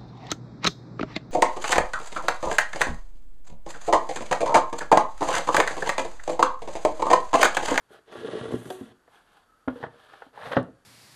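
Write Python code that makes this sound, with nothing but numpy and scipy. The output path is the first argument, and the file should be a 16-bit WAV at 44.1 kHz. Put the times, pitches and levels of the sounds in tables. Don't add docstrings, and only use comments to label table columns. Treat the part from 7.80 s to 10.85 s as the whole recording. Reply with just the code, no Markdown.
import sys
import numpy as np
from scipy import signal
from scipy.fft import rfft, irfft
from scipy.io import wavfile
from scipy.ndimage import uniform_filter1d

SR = 44100
rng = np.random.default_rng(int(sys.argv[2]) if len(sys.argv) > 2 else 0)


def master(y):
    cut = np.clip(np.atleast_2d(y).T, -1, 1)
    pcm = np.round(cut * 32767)
    wavfile.write(sys.argv[1], SR, pcm.astype(np.int16))


def gain_from_decibels(decibels):
    exponent = np.asarray(decibels, float) / 20
    return 10 ** exponent


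N = 134505

# [t/s, peak level/dB, bass tilt/dB per octave, treble tilt/dB per octave]
TRAY_BUMPS = [(0.278, -43.5, -45, -17), (0.297, -46.5, -28, -5), (0.322, -36, -40, -2),
              (0.354, -28, -12, 1.5), (0.378, -40.5, 7, 8.5), (0.411, -31, -17, -4), (0.432, -33, -25, -17),
              (0.445, -24, -3.5, -3), (0.484, -25.5, -8, -0.5), (0.52, -41, 6, -8), (0.533, -25, -2, -7),
              (0.551, -24.5, -19, -29), (0.571, -27, -7, -15), (0.61, -27, 2, 0.5), (0.633, -28.5, -7, -10),
              (0.654, -24, -3.5, 2), (0.68, -27.5, 3, -2), (0.707, -27, -27, -3), (0.721, -21.5, -1, 0),
              (0.816, -35.5, -20, 1), (0.854, -31.5, 8, 2), (0.875, -38, 10, -1)]
TRAY_KNOCKS = [
    (.106, -41.5, -8, -5),
    (.145, -45.5, -15, -8),
    (.19, -49.5, -8, -14),
    (.738, -17, 2, -3),
    (1.104, -46.5, 13, 7),
]
TRAY_CRACK = [
    (.902, -22.5, 0, -1.1),
    (.906, -31, 0, 0.42),
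]
TRAY_DROP = [
    (1.011, -28, 0, 0),
]
EDGE_BLOWS = [
    (1.876, -18.5, 3.5, -4),
    (1.881, -17, -2, 1),
    (1.958, -33.5, -28, -40),
    (2.003, -36.5, -25, -43),
    (2.143, -44, -27, -34),
    (2.153, -52, -25, -36),
    (2.465, -43.5, -5, -4),
]
CORNER_TAPS = [
    (1.277, -44.5, -10, -4.5),
    (2.028, -25, 5.5, 2.5),
    (2.036, -19.5, 0, -1),
    (2.065, -32, 4, -3),
    (2.336, -39, -30, -2),
    (2.42, -28, -18.5, 0.5),
    (2.537, -50, -15, -27),
    (2.575, -31.5, -16, -3.5),
    (2.622, -35, -5.5, 6),
]
FLAT_BLOWS = [
    (2.666, -32.5, 18.5, 14.5),
    (2.709, -29.5, -10, -7),
    (2.719, -26, -1, 9.5),
    (2.731, -20, -10, 7),
    (2.742, -40, -9, 15),
    (2.767, -7.5, 1.5, -1.5),
    (2.771, -12.5, 3, 2.5),
    (2.885, -35.5, 0, -13),
]

# [f/Hz, level/dB, t60/s]
TRAY_MODES = [(120, -12, .2), (185, -10, .12), (236, -7, .12), (281, -8, .1), (366, -3, .15),
              (400, -4, .09), (442, 0, .09), (500, -6, .06), (575, -6, .07), (1165, -14, .07),
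              (1425, -15, .07), (1720, -17, .06), (1940, -23, .05), (3150, -22, .025)]
FREE_TRAY_MODES = [(248, -10, .05), (371, -6, .42), (480, -2, .04), (560, -6, .04), (732, -7, .1),
                   (1631, -18, .03), (2600, -13, .015), (3000, -9, .014), (3400, -6, .016),
                   (3900, -9, .013), (4600, -13, .012)]
SEATED_TRAY_MODES = [(110, -9, 0.24), (163, -16, .2), (220.7, -3, .24), (267, 2.5, 0.22), (360, -5, 0.42),
                     (477, -9.5, 0.105), (740, -5.5, 0.037), (1050, -11, 0.048)]
EDGE_MODES = [(62, -22, .2), (130, -22, .18), (267, 4, .095), (320, -16, .08), (480, -8, .12),
              (555, -9, .09), (645, -12, .06), (1110, -3, .035), (1400, -6, .04)]
CORNER_MODES = [(140, 11.5, 0.027), (471.5, 0.5, 0.095), (678.6, 8, 0.072), (818, 15, 0.03),
                (1067, 1.5, 0.016), (1293, -7.5, 0.16), (1453, 3, 0.067), (1802, 11, 0.027),
                (1967, 4, 0.022)]
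FLAT_MODES = [(62, -29, .22), (126, -13, .16), (168, -12, .14), (205, -10, .1), (264, -2, .11),
              (318, -7, .1), (380, -6, .1), (432, -3, .09), (478, 3, .085), (545, 3, .065), (651, -2, .07),
              (867, -12, .08), (1179, -14, .07), (1529, -13, .07)]
# [f/Hz, level/dB]
GRAIN_LEVEL = [(60, -24), (220, -7.5), (600, 0), (1000, -0.5), (1800, -5.5), (2350, -21), (3200, -16.5),
               (4800, -36.5), (12000, -52)]
# [f/Hz, t60/s]
GRAIN_DECAY = [(100, .12), (600, .065), (2000, .05), (5000, .024)]
SPOT_DB, DETUNE, MIDDLE_HZ = 2.5, .012, 450

# [t/s, pressure level/dB, fine hiss level/dB]
DRAG_STROKE = [
    (.26, -70, -12),
    (.29, -53, -29),
    (.33, -47, -20.5),
    (.6, -42.5, -20),
    (.75, -49.5, -13.5),
    (.8, -50.5, -9),
    (.93, -50, -7.5),
    (1.09, -59.5, -13.5),
    (1.125, -58, -27),
]
SLIDE_STROKE = [
    (2.53, -80, -29),
    (2.56, -69, -25.5),
    (2.67, -57, -25.5),
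    (2.71, -61.5, -22.5),
    (2.722, -48, -29),
    (2.745, -62.5, -21.5),
    (2.765, -54.5, -40.5),
    (2.81, -68, -23.5),
]
PALM_STROKES = [
    [(.09, -71, -12), (.12, -62.5, -12), (.155, -58, -17), (.2, -71, -22)],
    [(1.27, -79, -11), (1.35, -61, -15), (1.45, -71.5, -15), (1.56, -64, -15), (1.64, -71, -20)],
    [(1.89, -61, -25), (1.93, -63, -15), (2.04, -53.5, -24.5), (2.1, -73, -36)],
    [(2.1, -68.5, -21), (2.24, -59, -18), (2.35, -58.5, -21), (2.45, -62.5, -19), (2.51, -76, -25)],
]
# [f/Hz, spectrum level/dB]
DRAG_COLOUR = [(100, -61), (300, -64), (500, -4.5), (1000, -21), (1800, -17.5), (2350, -28), (3300, -19),
               (5000, -35), (7000, -42)]
SLIDE_COLOUR = [(59, -31), (100, 4), (334, -8), (535, 14.5), (828, 8.5), (1720, 5.5), (2280, -7),
                (3720, -5.5), (6500, -26), (8450, -62), (14300, -120)]
PALM_COLOUR = [(100, -18.5), (400, -7), (550, -6.5), (1500, -1.5), (1950, -10), (2350, -14), (3300, -9),
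               (4600, -18.5), (6500, -32.5)]
HISS_COLOUR = [(2940, -40.5), (5000, -43.5), (5800, 3.5), (7300, 3.5), (8600, 5.5), (9600, 6), (10700, 5),
               (13000, 1)]
# [t/s, length/s, f/Hz, level/dB]
SKIN_SQUEAKS = [
    (1.66, .21, 1290, -64),
    (2.96, .085, 1590, -70),
]
# [t/s, level/dB]
DRY_TICKS = [
    (.904, -44),
    (.909, -50),
    (.735, -54),
    (.857, -55),
    (2.83, -57),
]

# [f/Hz, t60/s]
ROOM_T60 = [(60, 0.42), (400, 0.29), (3000, 0.23), (10000, 0.19)]
# [f/Hz, level/dB]
WHINE_TONES = [(2290, -99), (4570, -88), (6830, -94), (9170, -97), (11500, -98)]
# [f/Hz, spectrum level/dB]
FLOOR_COLOUR = [(28, 6.5), (60, 0.5), (450, -1.5), (900, -2.5), (1500, 0), (2300, -14), (3300, -13),
                (5000, -19), (12800, -20.5)]
ROOM_DB, FLOOR_DB = -12, -67
# [t/s, f/Hz]
UPPER_LIMIT = [(0, 12500), (.2, 12200), (.4, 11700), (.5, 11250), (.67, 11250), (.8, 12600), (.9, 13100),
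               (1.0, 12900), (1.05, 11900), (1.2, 12500), (2.02, 12700), (2.05, 10300), (2.1, 11600),
               (2.22, 12500), (2.75, 12900), (2.785, 9900), (2.83, 11500), (3.05, 12200)]


def knocks(blows, modes, rise_s, held_t60, dense_db):
    out = np.zeros(N + SR)
    t = np.arange(SR // 3) / SR
    contact = (1 - np.exp(-(t / rise_s) ** 2)) * gain_from_decibels(-60 * t / held_t60)
    for s, db, bass_db, treble_db in blows:
        spot = SPOT_DB * rng.standard_normal(len(modes))
        body = ring(modes, spot + tilt(np.transpose(modes)[0], bass_db, treble_db))
        body[:4000] += gain_from_decibels(dense_db) * thud(bass_db, treble_db)
        hit = body * contact
        at = round(s * SR)
        out[at:at + len(hit)] += gain_from_decibels(db) * hit / abs(hit).max()
    return out[:N]


def ring(modes, extra_db):
    hz, db, t60 = np.transpose(modes)[:, :, None]
    t = np.arange(SR // 3) / SR
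    shift, lag = rng.standard_normal((2, len(hz), 1))
    decay = gain_from_decibels(db + extra_db[:, None] - 60 * t / np.maximum(t60, .004))
    return (decay * np.sin(2 * np.pi * hz * (1 + DETUNE * shift) * t + lag)).sum(0)


def thud(bass_db, treble_db):
    hz = np.geomspace(80, 12500, num=160) * rng.uniform(1.0, 1.02, size=160)
    t = np.arange(4000) / SR
    level = read(GRAIN_LEVEL, hz) + tilt(hz, bass_db, treble_db)
    level += 10 * np.log10(hz / MIDDLE_HZ) + 2 * rng.standard_normal(len(hz))
    t60 = read(GRAIN_DECAY, np.clip(hz, 110, 4700)) * rng.uniform(.6, 1.2, len(hz))
    polarity = .5 * rng.integers(0, 2, len(hz))
    turns = (hz[:, None] * t + polarity[:, None]).astype(np.float32)
    fall = np.log(gain_from_decibels(level))[:, None] - np.log(1000) * t / t60[:, None]
    return (np.exp(fall.astype(np.float32)) * np.sin(2 * np.pi * turns)).sum(0)


def tilt(hz, bass_db, treble_db):
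    octaves = np.log2((hz + 1) / MIDDLE_HZ)
    return bass_db * np.clip(-octaves, 0, 2) + treble_db * np.clip(octaves, 0, 2.5)


def rub(stroke, colour, modes, body_db, grain_db, lumpy_db, level_db):
    s, db, hiss_db = np.transpose(stroke)
    t = np.arange(N) / SR
    lumps = lumpy_db * evened(slow_noise(500))
    push = gain_from_decibels(np.interp(t, s, db, left=-140, right=-140) + level_db)
    slip_size = gain_from_decibels(grain_db * np.minimum(rng.exponential(1, N), 4))
    slips = rng.standard_normal(N) * slip_size * (rng.random(N) < .15)
    scrape = coloured(slips, colour) * gain_from_decibels(lumps)
    fine = coloured(rng.standard_normal(N), HISS_COLOUR) * gain_from_decibels(np.interp(t, s, hiss_db) + 1.2 * lumps)
    tap = ring(modes, tilt(np.transpose(modes)[0], -3.5, 3.6))
    tap *= np.minimum(t[:SR // 3] / 0.0013, 1)
    body = signal.fftconvolve(evened(slips) * push * gain_from_decibels(2 * lumps), tap / np.linalg.norm(tap))[:N]
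    return push * (scrape + fine) + gain_from_decibels(body_db) * body


def squeaks():
    out, t = np.zeros(N), np.arange(N) / SR
    for s, length, hz, db in SKIN_SQUEAKS:
        flutter = evened(slow_noise(330))
        swell = np.sin(np.pi * np.clip((t - s) / length, 0, 1)) ** .5
        out += gain_from_decibels(db) * flutter * np.sin(2 * np.pi * hz * t) * swell
    snap = coloured(rng.standard_normal(N), [(2500, 2.9), (4500, 2.7), (12500, 1.1)])
    return out + snap * sum(gain_from_decibels(db) * np.exp(-((t - s) / 0.002) ** 2) for s, db in DRY_TICKS)


def room(x):
    taps = rng.standard_normal(SR // 2) * (np.arange(SR // 2) > 250)
    hz, t, z = signal.stft(taps, SR, nperseg=256)
    decay = gain_from_decibels(-60 * t / read(ROOM_T60, np.clip(hz, 61, 9900))[:, None])
    tail = signal.istft(z * decay, SR, nperseg=256)[1]
    return signal.fftconvolve(x, tail / np.linalg.norm(tail))[:N]


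def shop():
    t = np.arange(N) / SR
    wander = 14 * np.cumsum(evened(slow_noise(1500, passes=1))) / SR
    turning = t + wander / 2290
    whine = sum(gain_from_decibels(db) * np.sqrt(2) * np.sin(2 * np.pi * hz * turning) for hz, db in WHINE_TONES)
    return gain_from_decibels(FLOOR_DB) * coloured(rng.standard_normal(N), FLOOR_COLOUR) + whine


def read(points, hz):
    f, value = np.transpose(points)
    return np.interp(np.log(hz + 1), np.log(f + 1), value, left=value[0] - 12, right=value[-1] - 12)


def evened(x):
    return x / np.sqrt(np.mean(x ** 2) + 1e-20)


def slow_noise(samples, passes=2):
    x = rng.standard_normal(N)
    for _ in range(passes):
        x = uniform_filter1d(x, samples)
    return x


def coloured(x, points):
    gain = gain_from_decibels(read(points, np.fft.rfftfreq(N, 1 / SR)))
    return evened(irfft(rfft(x) * gain, N))


def scene():
    wood = knocks(TRAY_BUMPS, TRAY_MODES, rise_s=0.002, held_t60=0.4, dense_db=-24.5)
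    wood += knocks(TRAY_KNOCKS, TRAY_MODES, rise_s=0.00053, held_t60=12, dense_db=-26.5)
    wood += knocks(TRAY_CRACK, FREE_TRAY_MODES, rise_s=0.00078, held_t60=2.5, dense_db=-23)
    wood += knocks(TRAY_DROP, SEATED_TRAY_MODES, rise_s=0.00062, held_t60=3.6, dense_db=-30)
    wood += knocks(EDGE_BLOWS, EDGE_MODES, rise_s=0.00057, held_t60=3, dense_db=-19.5)
    wood += knocks(CORNER_TAPS, CORNER_MODES, rise_s=0.0011, held_t60=0.43, dense_db=-4.5)
    wood += knocks(FLAT_BLOWS, FLAT_MODES, rise_s=.0008, held_t60=2.3, dense_db=-14.5)
    wood += rub(DRAG_STROKE, DRAG_COLOUR, TRAY_MODES,
                body_db=1.1, grain_db=1.24, lumpy_db=1.38, level_db=0.42)
    wood += rub(SLIDE_STROKE, SLIDE_COLOUR, FLAT_MODES,
                body_db=-22.0, grain_db=0.83, lumpy_db=0.53, level_db=19.35)
    for stroke in PALM_STROKES:
        wood += rub(stroke, PALM_COLOUR, CORNER_MODES,
                    body_db=-6.0, grain_db=0.33, lumpy_db=1.5, level_db=3.2)
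    wood += squeaks()
    wood = signal.sosfilt(signal.butter(3, 55, "high", fs=SR, output="sos"), wood)
    return (wood + gain_from_decibels(ROOM_DB) * room(wood) + shop())[None]


def roll_off(x):
    return signal.sosfilt(signal.butter(12, 13210, fs=SR, output="sos"), x)


def record(dry):
    hz, t, z = signal.stft(dry, SR, nperseg=1024)
    limit = np.interp(t, *np.transpose(UPPER_LIMIT))
    mix = signal.istft(z * (hz[:, None] < limit), SR, nperseg=1024)[1][:, :N]
    return roll_off(mix)


dry = scene()
out = record(dry)
master(out)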